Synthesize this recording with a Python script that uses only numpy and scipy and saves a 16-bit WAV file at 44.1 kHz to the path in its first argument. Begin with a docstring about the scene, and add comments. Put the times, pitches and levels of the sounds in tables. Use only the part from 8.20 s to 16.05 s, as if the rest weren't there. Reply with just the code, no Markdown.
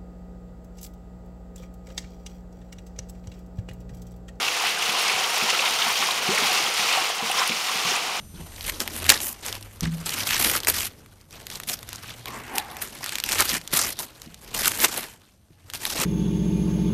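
"""Wrapping paper is torn and crumpled off a car body outdoors, in rushes with short pauses.
Breaking fibres crackle as clumped noise bursts, creases snap as clicks, the loose sheet drags as resonant noise.
Knocks and the tearing paper ring the low modes of the wing panel.
The street and the handled car body rumble as low noise bands, a far engine drones as a wavering sine;
the microphone hisses and whines."""
import sys
import numpy as np
from scipy import signal
from scipy.io import wavfile
from scipy.ndimage import uniform_filter1d

SR = 44100
rng = np.random.default_rng(int(sys.argv[2]) if len(sys.argv) > 2 else 0)


def transcribe(u):
    """Save the signal u as a 16-bit wav file named by the first command-line argument.

    u: samples, shape (n,) or (channels, n), limited to [-1, 1]; the rate is SR.
    q: integer samples, one column per channel.
    """
    v = np.clip(np.atleast_2d(u).T, -1, 1)
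    q = np.round(v * 32767).astype(np.int16)
    wavfile.write(sys.argv[1], SR, q)


N = 346211


def from_db(db):
    """Decibels to gain."""
    return 10 ** (np.asarray(db) / 20)


def rms_one(x):
    """Scale to rms 1."""
    return x / np.sqrt(np.mean(x ** 2) + 1e-20)


def in_time(rows):
    """Columns of a curve table at every sample."""
    s, *columns = np.transpose(rows)
    return [np.interp(np.arange(N) / SR, np.sort(s), c) for c in columns]


def at_hz(points, hz):
    """A spectrum read on a log-frequency axis."""
    curve_hz, curve_db = np.array(points).T
    return np.interp(np.log(hz), np.log(curve_hz), curve_db)


def drift(rate_hz):
    """Slow chance: noise twice through a one-pole low-pass, spread 1."""
    step = 20      # drawn once per 20 samples
    r = np.exp(-2 * np.pi * rate_hz * step / SR)
    noise = rng.standard_normal(N // step + 2002)
    slow = signal.lfilter([1], [1, -2 * r, r * r], noise)[2000:]      # skip the settling
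    return np.interp(np.arange(N) / step, np.arange(len(slow)), rms_one(slow))


def band(x, low_hz, high_hz):
    """Band-pass."""
    sos = signal.butter(2, [low_hz, min(high_hz, SR * .45)], "band", fs=SR, output="sos")
    return signal.sosfilt(sos, x)


def dying(clicks, t60):
    """Each click starts an exponential fall of 60 dB in t60 seconds."""
    return signal.lfilter([1], [1, -from_db(-60 / (t60 * SR))], clicks + 1e-18)


def hands():
    """Level and colour of the crackle: tugs over the rustle, the loudest setting the colour."""
    # tugs on the sheet: (start [s], length [s], start level [dB], end level [dB],
    # treble lift [dB], low-mid lift [dB])
    tugs = [(.2,0.033,-40.5,-47.5,-6,11),(0.36,0.14,-48.5,-25,3.5,-8),(0.601,0.016,-29.5,-23,2,0.5),(0.687,.10,-44.5,-29.5,7,1.5),(0.849,0.048,-38.5,-33.5,1.5,-4),
            (0.9,0.12,-13,-39.5,-1.5,-3.5),(1.008,0.12,-32,-39,18,0),(1.232,0.033,-37.5,-36.5,-1,1.5),(1.262,0.12,-29,-39,-3,0.5),
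            (1.631,0.098,-28.5,-49,-11.5,-0.5),(1.86,.2,-28,-28.5,0,-4.5),(2.072,0.11,-23.5,-22.5,1,-9.5),(2.2,0.18,-21.5,-26.5,6.5,-2.5),
            (2.487,0.037,-16,-32,9.5,-3.5),(2.539,0.13,-22.5,-31,4.5,-6.5),
            (3.306,.07,-39,-37,1,-2),(3.48,0.064,-33,-30,9,-3),(3.667,0.27,-44,-37,-8,-6.5),(4.073,0.25,-36.5,-53.5,-3.5,5),
            (4.356,0.042,-30,-34.5,1.5,1),(4.616,0.072,-32.5,-46.5,10,0),
            (4.722,0.057,-49,-37.5,1,1),(4.831,0.17,-33.5,-36.5,-5,-5.5),(5.05,0.088,-26,-22.5,-2.5,-4),
            (5.158,0.067,-21,-15.5,-1.5,-4.5),(5.243,0.13,-28.5,-23.5,2,-3.5),
            (5.535,0.19,-19.5,-31.5,5,-3.5),(5.796,0.051,-31,-36.5,10,3),
            (6.346,0.075,-27,-30,3,-0.5),(6.436,0.044,-22,-21,4.5,-7.5),(6.474,0.16,-28.5,-33,6.5,0.5),(6.608,0.048,-20.5,-23.5,8,-3),(6.643,0.0091,-14.5,-16.5,-2.5,-1),
            (6.667,0.13,-34.5,-25,2.5,0),(6.805,0.16,-31,-51,0.5,0),
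            (7.549,0.038,-29,-48,5.5,-3),(7.604,0.13,-37.5,-26,2.5,-1.5),(7.756,0.081,-28,-20.5,1,3)]
    # the loose sheet rustles between tugs: (time [s], level [dB])
    rustle = [(0,-56),(.13,-62.5),(.15,-48.5),(.55,-40.5),(.83,-34),(1.17,-48),(1.59,-48.5),(1.8,-42),(2.43,-38.5),(2.72,-51.5),
              (3.08,-61),(3.12,-46.5),(4.45,-44),(4.85,-40),(5.44,-46.5),(5.88,-46.5),(6.2,-51.5),(6.3,-42.5),
              (7.0,-55.5),(7.12,-61.5),(7.2,-69),(7.45,-59),(7.6,-43)]
    rustle_crisp_db, rustle_flap_db = -1.5, 4.5      # its treble and low-mid lift
    rise_db_per_s, fall_db_per_s = 1300, 1201      # how fast a tug takes hold and lets go

    t = np.arange(N) / SR
    power = from_db(2 * in_time(rustle)[0])
    crisp, flap = rustle_crisp_db * power, rustle_flap_db * power
    for s, length, start_db, end_db, crisp_db, flap_db in tugs:
        near = slice(round((s - .1) * SR), round((s + length + .2) * SR))
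        since_start = t[near] - s
        db = np.interp(since_start, [0, max(length, 1e-3)], [start_db, end_db])
        db += rise_db_per_s * np.minimum(since_start, 0)
        db -= fall_db_per_s * np.maximum(since_start - length, 0)
        tug = from_db(2 * db)
        power[near] += tug
        crisp[near] += crisp_db * tug
        flap[near] += flap_db * tug
    return np.sqrt(power), crisp / power, flap / power


def crackle(per_s, spread_db, clump_db, share_db, smooth_db, tick_db):
    """Fibres break at random, in clumps; each break shakes the whole sheet, unevenly from band to band."""
    # tone of the paper: (frequency [Hz], level [dB per Hz])
    paper_tone = [(150, -4.5), (280, -2), (600, -3.5), (1100, -3.5), (2200, -3), (4500, -5.5), (8000, -8.5),
                  (14000, -11)]
    gain, crisp_db, flap_db = hands()
    chance = per_s * from_db(clump_db * drift(40)) / SR
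    born = np.flatnonzero(rng.random(N) < chance)
    power = from_db(2 * spread_db * np.minimum(rng.exponential(1, len(born)), 3))
    white = rng.standard_normal((2, N))
    edges = 200 * 2 ** np.arange(0, 6.6, .5)      # half-octave bands
    out = 0
    for k, (low, high) in enumerate(zip(edges, edges[1:])):
        hz = np.sqrt(low * high)
        breaks = np.zeros(N)
        breaks[born] = power * from_db(2 * share_db * rng.standard_normal(len(born)))

        ring_s = 0.0067 + 12 / hz      # large folds ring on longer than small ones
        shake = dying(dying(breaks, ring_s), ring_s / 3)
        shake *= from_db(2.6 * drift(55))      # the edge flutters as it parts
        # a smooth floor fills in between the breaks; the root turns power into gain
        shake = np.sqrt(shake / shake.mean() + from_db(2 * smooth_db))

        # the break itself is a bare click of random sign, stronger in the treble
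        tick_gain = from_db(tick_db + 2.5 * np.log2(hz / 4000))
        ticks = tick_gain * rms_one(np.sqrt(breaks)) * np.sign(white[0])

        octaves = np.log2(hz / 2700)
        colour_db = crisp_db * np.clip(octaves - .5, 0, 2) / 2
        colour_db += flap_db * np.clip(-octaves - .5, 0, 2) / 2
        colour_db += 2.0 * drift(12.2)      # the free edge changes shape as it runs
        sound = band(shake * white[k % 2] + ticks, low, high)
        out = out + from_db(at_hz(paper_tone, hz) + colour_db) * sound
    return gain * rms_one(out)


def yard(x):
    """A few dull echoes from the ground and nearby walls."""
    out = np.zeros(N)
    for lag_s, db in [(.011, -24), (.041, -23.5)]:
        lag = round(lag_s * SR)
        out[lag:] += from_db(db) * x[:-lag]
    return band(out, 180, 6100)


def rumble():
    """Low rumble of the street and of the handled car body: noise bands that swell with the pull on the paper."""
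    # rumble before the handling swell: (time [s], level [dB])
    rumble_level = [(0, -39.5), (.9, -48.5), (1.5, -44), (2.0, -46.5), (3.0, -47.5), (4.2, -49),
                    (5.9, -50.5), (6.3, -48), (7.05, -53), (7.85, -47.5)]
    # tone of the rumble: (frequency [Hz], level [dB per Hz])
    rumble_tone = [(13, -39), (22, -5.5), (59, -1.5), (81, -7.5), (93, -2), (200, -10), (400, -23),
                   (900, -22), (1600, -48)]
    follows, lag_s = 0.32, 0.041      # share of the handling's level swing, smoothing [s]

    white = rng.standard_normal((2, N + SR))
    edges = 20 * 2 ** np.arange(0, 6.1, .5)
    out = 0
    for k, (low, high) in enumerate(zip(edges, edges[1:])):
        db = at_hz(rumble_tone, np.sqrt(low * high)) + 3.2 * drift(1.6)
        out = out + from_db(db) * band(white[k % 2], low, high)[SR:]      # drop the filter's run-in
    handling = uniform_filter1d(hands()[0], round(lag_s * SR))
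    swell = (handling / np.median(handling)) ** follows
    return from_db(in_time(rumble_level)[0]) * swell * rms_one(out)


def drone():
    """A far engine: a low sine that wavers in pitch and strength."""
    # its course before the wavering: (time [s], pitch [Hz], level [dB])
    engine = [(0, 87.6, -45.5), (.7, 84, -50.5), (.87, 83.4, -30), (1.0, 88.5, -70.5), (1.4, 101.3, -42.5),
              (1.6, 99, -52), (2.3, 96.6, -50), (2.6, 100.7, -87), (4.1, 119, -44.5), (4.5, 120, -70.5)]
    hz, db = in_time(engine)
    cycles = np.cumsum(hz * (1 + .02 * drift(5.3))) / SR
    return from_db(db + 1.4 * drift(5.3)) * np.sin(2 * np.pi * cycles)


def hiss():
    """Microphone noise with a faint electronic whine, a thin comb of lines that sink slowly in pitch."""
    # whine lines before the fade: (frequency at the start [Hz], rms level [dB])
    whine = [(6067, -68), (8710, -68.5), (9189, -68.5), (9668, -71), (11531, -69.5), (12489, -74)]
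    # fade of whine and hiss, strongest early on: (time [s], level [dB])
    whine_fade = [(0, 5), (.6, 10.5), (1.5, -3), (3, -9.5), (7.2, -14.5)]
    sag_per_s = .00016      # share of its pitch the whine loses each second
    hiss_db, hiss_follows = -60.5, 0.84      # level before the fade, share of the fade it takes

    hz, db = np.transpose(whine)[:, :, None]
    t = np.arange(N) / SR
    fade_db = in_time(whine_fade)[0]
    cycles = hz * t * (1 - sag_per_s * t / 2) + rng.random(hz.shape)
    lines = from_db(db) * np.sqrt(2) * np.sin(2 * np.pi * cycles)
    noise = rms_one(band(rng.standard_normal(N), 900, 19000))
    return from_db(hiss_db + hiss_follows * fade_db) * noise + from_db(fade_db) * lines.sum(axis=0)


def panel(paper):
    """Low modes of sheet metal boom when knocked, shorter under a hand; the tearing sheet shakes them too."""
    # knocks: (time [s], level [dB], freedom to ring [0-1], hardness [dB per octave])
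    knocks = [(0.14, -31, 0.27, 9), (0.198, -31, .3, 9), (1.623, -19.5, 0.98, -0.5),
              (1.666, -28.5, 0.98, 3), (5.324, -33, 0.53, 23), (5.534, -29, 0.14, 29),
              (6.061, -40, 0.85, 10), (7.305, -45.5, 0.2, 18), (7.791, -24, 0.13, 7)]
    # modes of the panel: (frequency [Hz], level [dB], free ring t60 [s])
    modes = [(61, -0.5, 0.54), (104, 2, 0.18), (163.4, 5, .7), (179.6, -1.5, .6), (233.7, 2.5, 0.2),
             (316, -3.5, 0.13), (420, -14, 0.031)]
    attack_s, shake_db = .004, -12      # a palm lands softly; how strongly the paper shakes the panel

    out = np.zeros(N + SR)
    t = np.arange(SR) / SR
    attack = np.minimum(t / attack_s, 1)
    strengths_db = rng.normal(0, 0.9, (len(knocks), len(modes)))
    for (s, db, free, hard_db), own_db in zip(knocks, strengths_db):
        for (hz, level_db, t60), extra_db in zip(modes, own_db):
            fall_db = -60 * t / (t60 * np.clip(free, .05, 1))
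            tilt_db = hard_db * np.log2(hz / 164)      # a hard knock favours the upper modes
            boom = from_db(db + level_db - 7.5 + extra_db + fall_db + tilt_db)
            out[round(s * SR):][:SR] += boom * np.sin(2 * np.pi * hz * t) * attack
    out[:N] *= from_db(1.2 * drift(9))      # the loose panel booms unevenly

    for hz, level_db, t60 in modes:
        r = from_db(-60 / (t60 * SR))
        resonator = [1, -2 * r * np.cos(2 * np.pi * hz / SR), r * r]
        shaken = signal.lfilter([1 - r * r, 0, r * r - 1], resonator, paper)
        out[:N] += from_db(level_db + shake_db) * shaken
    return out[:N]


def snaps():
    """A crease buckles: one sharp click and a short rattle, broad but leaning to the pitch of the fold."""
    # creases: (time [s], level [dB])
    creases = [(0.409, -23.5), (0.4969, -14), (0.6033, -12.5), (0.6767, -15.5), (0.764, -22.5),
               (0.8426, -19.5), (0.8648, -16.5), (0.893, 8), (0.9004, 10.5), (1.0038, -19), (1.263, -19),
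               (1.3269, -18), (1.3527, -23), (1.427, -30), (1.608, -17.5), (1.8603, -20.5), (1.8932, -16),
               (2.0255, -28), (2.0716, -15.5), (2.0923, -22), (2.1081, -10.5), (2.146, -18), (2.247, -10),
               (2.298, -10), (2.3685, -16), (2.374, -17), (2.4032, -20.5), (2.4337, -21), (2.4478, -17.5),
               (2.4716, -8.5), (2.486, -22), (2.5536, -37), (2.6062, -16), (2.65, -22), (2.655, -18.5),
               (2.861, -39), (3.0122, -42), (3.1085, -37), (3.268, -22.5), (3.3013, -23.5), (3.3558, -22.5),
               (3.4006, -21.5), (3.4348, -25), (3.492, -21), (3.497, -16), (3.5905, -31), (3.6296, -27),
               (3.69, -24.5), (3.73, -22.5), (3.7583, -25), (3.895, -31), (4.0575, -22), (4.358, -22.5),
               (4.3823, -8), (4.568, -24), (4.6176, -22.5), (4.842, -16.5), (4.8617, -18), (4.8927, -18.5),
               (4.922, -21.5), (4.9554, -13.5), (4.9843, -15.5), (5.001, -16), (5.0385, -11), (5.09, -15),
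               (5.12, -11), (5.148, -17), (5.1843, -14), (5.2057, -4.5), (5.3167, -15), (5.3413, -14),
               (5.414, -29.5), (5.476, -21), (5.5156, -30), (5.533, -16), (5.557, -22), (5.572, -9),
               (5.5786, -19), (5.6164, -19), (5.79, -18), (6.0182, -28.5), (6.144, -30), (6.246, -37),
               (6.277, -35), (6.345, -23), (6.518, -15.5), (6.537, -24), (6.6025, -13), (6.646, -4.5),
               (6.6475, -8), (6.7204, -31), (7.5004, -25.5), (7.5363, -20), (7.5562, -23), (7.653, -11),
               (7.7032, -20), (7.761, -28)]
    size = 2048
    out = np.zeros(N + size)
    t = np.arange(size) / SR
    draws = rng.standard_normal((len(creases), size + 1))
    for (s, db), (fold, *noise) in zip(creases, draws):
        hz = 3500 * 2 ** np.clip(.5 * fold, -1, 1.3)      # small folds snap higher
        burst = noise * (from_db(-60 * t / .006) + .16 * from_db(-60 * t / .035))
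        burst[0] = 2.5      # the click
        burst = band(burst, hz / 1.8, hz * 1.8) + .9 * band(burst, 800, 18000)
        at = round(s * SR)
        out[at:at + size] += from_db(db) * burst / np.sqrt(np.sum(burst ** 2) / 30)      # equal energy
    return out[:N]


def drag():
    """The loose sheet drags hollow over the wing: friction noise through the resonances of its curl."""
    # strokes: (time [s], level [dB])
    strokes = [(4.04, -100), (4.06, -46), (4.18, -39.5), (4.24, -48), (4.38, -35.5), (4.45, -45),
               (4.58, -45), (4.8, -100)]
    # resonances of the curl: (frequency [Hz], width [Hz], level [dB])
    resonances = [(360, 340, -6.5), (810, 160, -2), (1070, 160, -2), (1850, 850, -2.5)]
    rub = rng.standard_normal(N) * from_db(1 * drift(30))
    out = 0
    for hz, width, db in resonances:
        hollow = rms_one(band(rub, hz - width / 2, hz + width / 2))
        out = out + from_db(db + 3 * drift(3.4)) * hollow
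    return from_db(in_time(strokes)[0]) * out


def scene():
    """Paper, panel, rumble, drone and hiss, on one channel."""
    paper = crackle(per_s=350, spread_db=3.0, clump_db=4.0, share_db=3.5, smooth_db=-4.0, tick_db=-4.0)
    paper = paper + snaps() + drag()
    mix = paper + yard(paper) + panel(paper) + rumble() + drone() + hiss()
    return mix[None]


def record(dry):
    """The loudest snaps are flattened at full scale, then a steep low-pass cuts the top."""
    cutoff_hz = 14200
    low_pass = signal.ellip(12, .3, 90, cutoff_hz, fs=SR, output="sos")
    return signal.sosfilt(low_pass, np.clip(dry, -1, 1))


dry = scene()
out = record(dry)
transcribe(out)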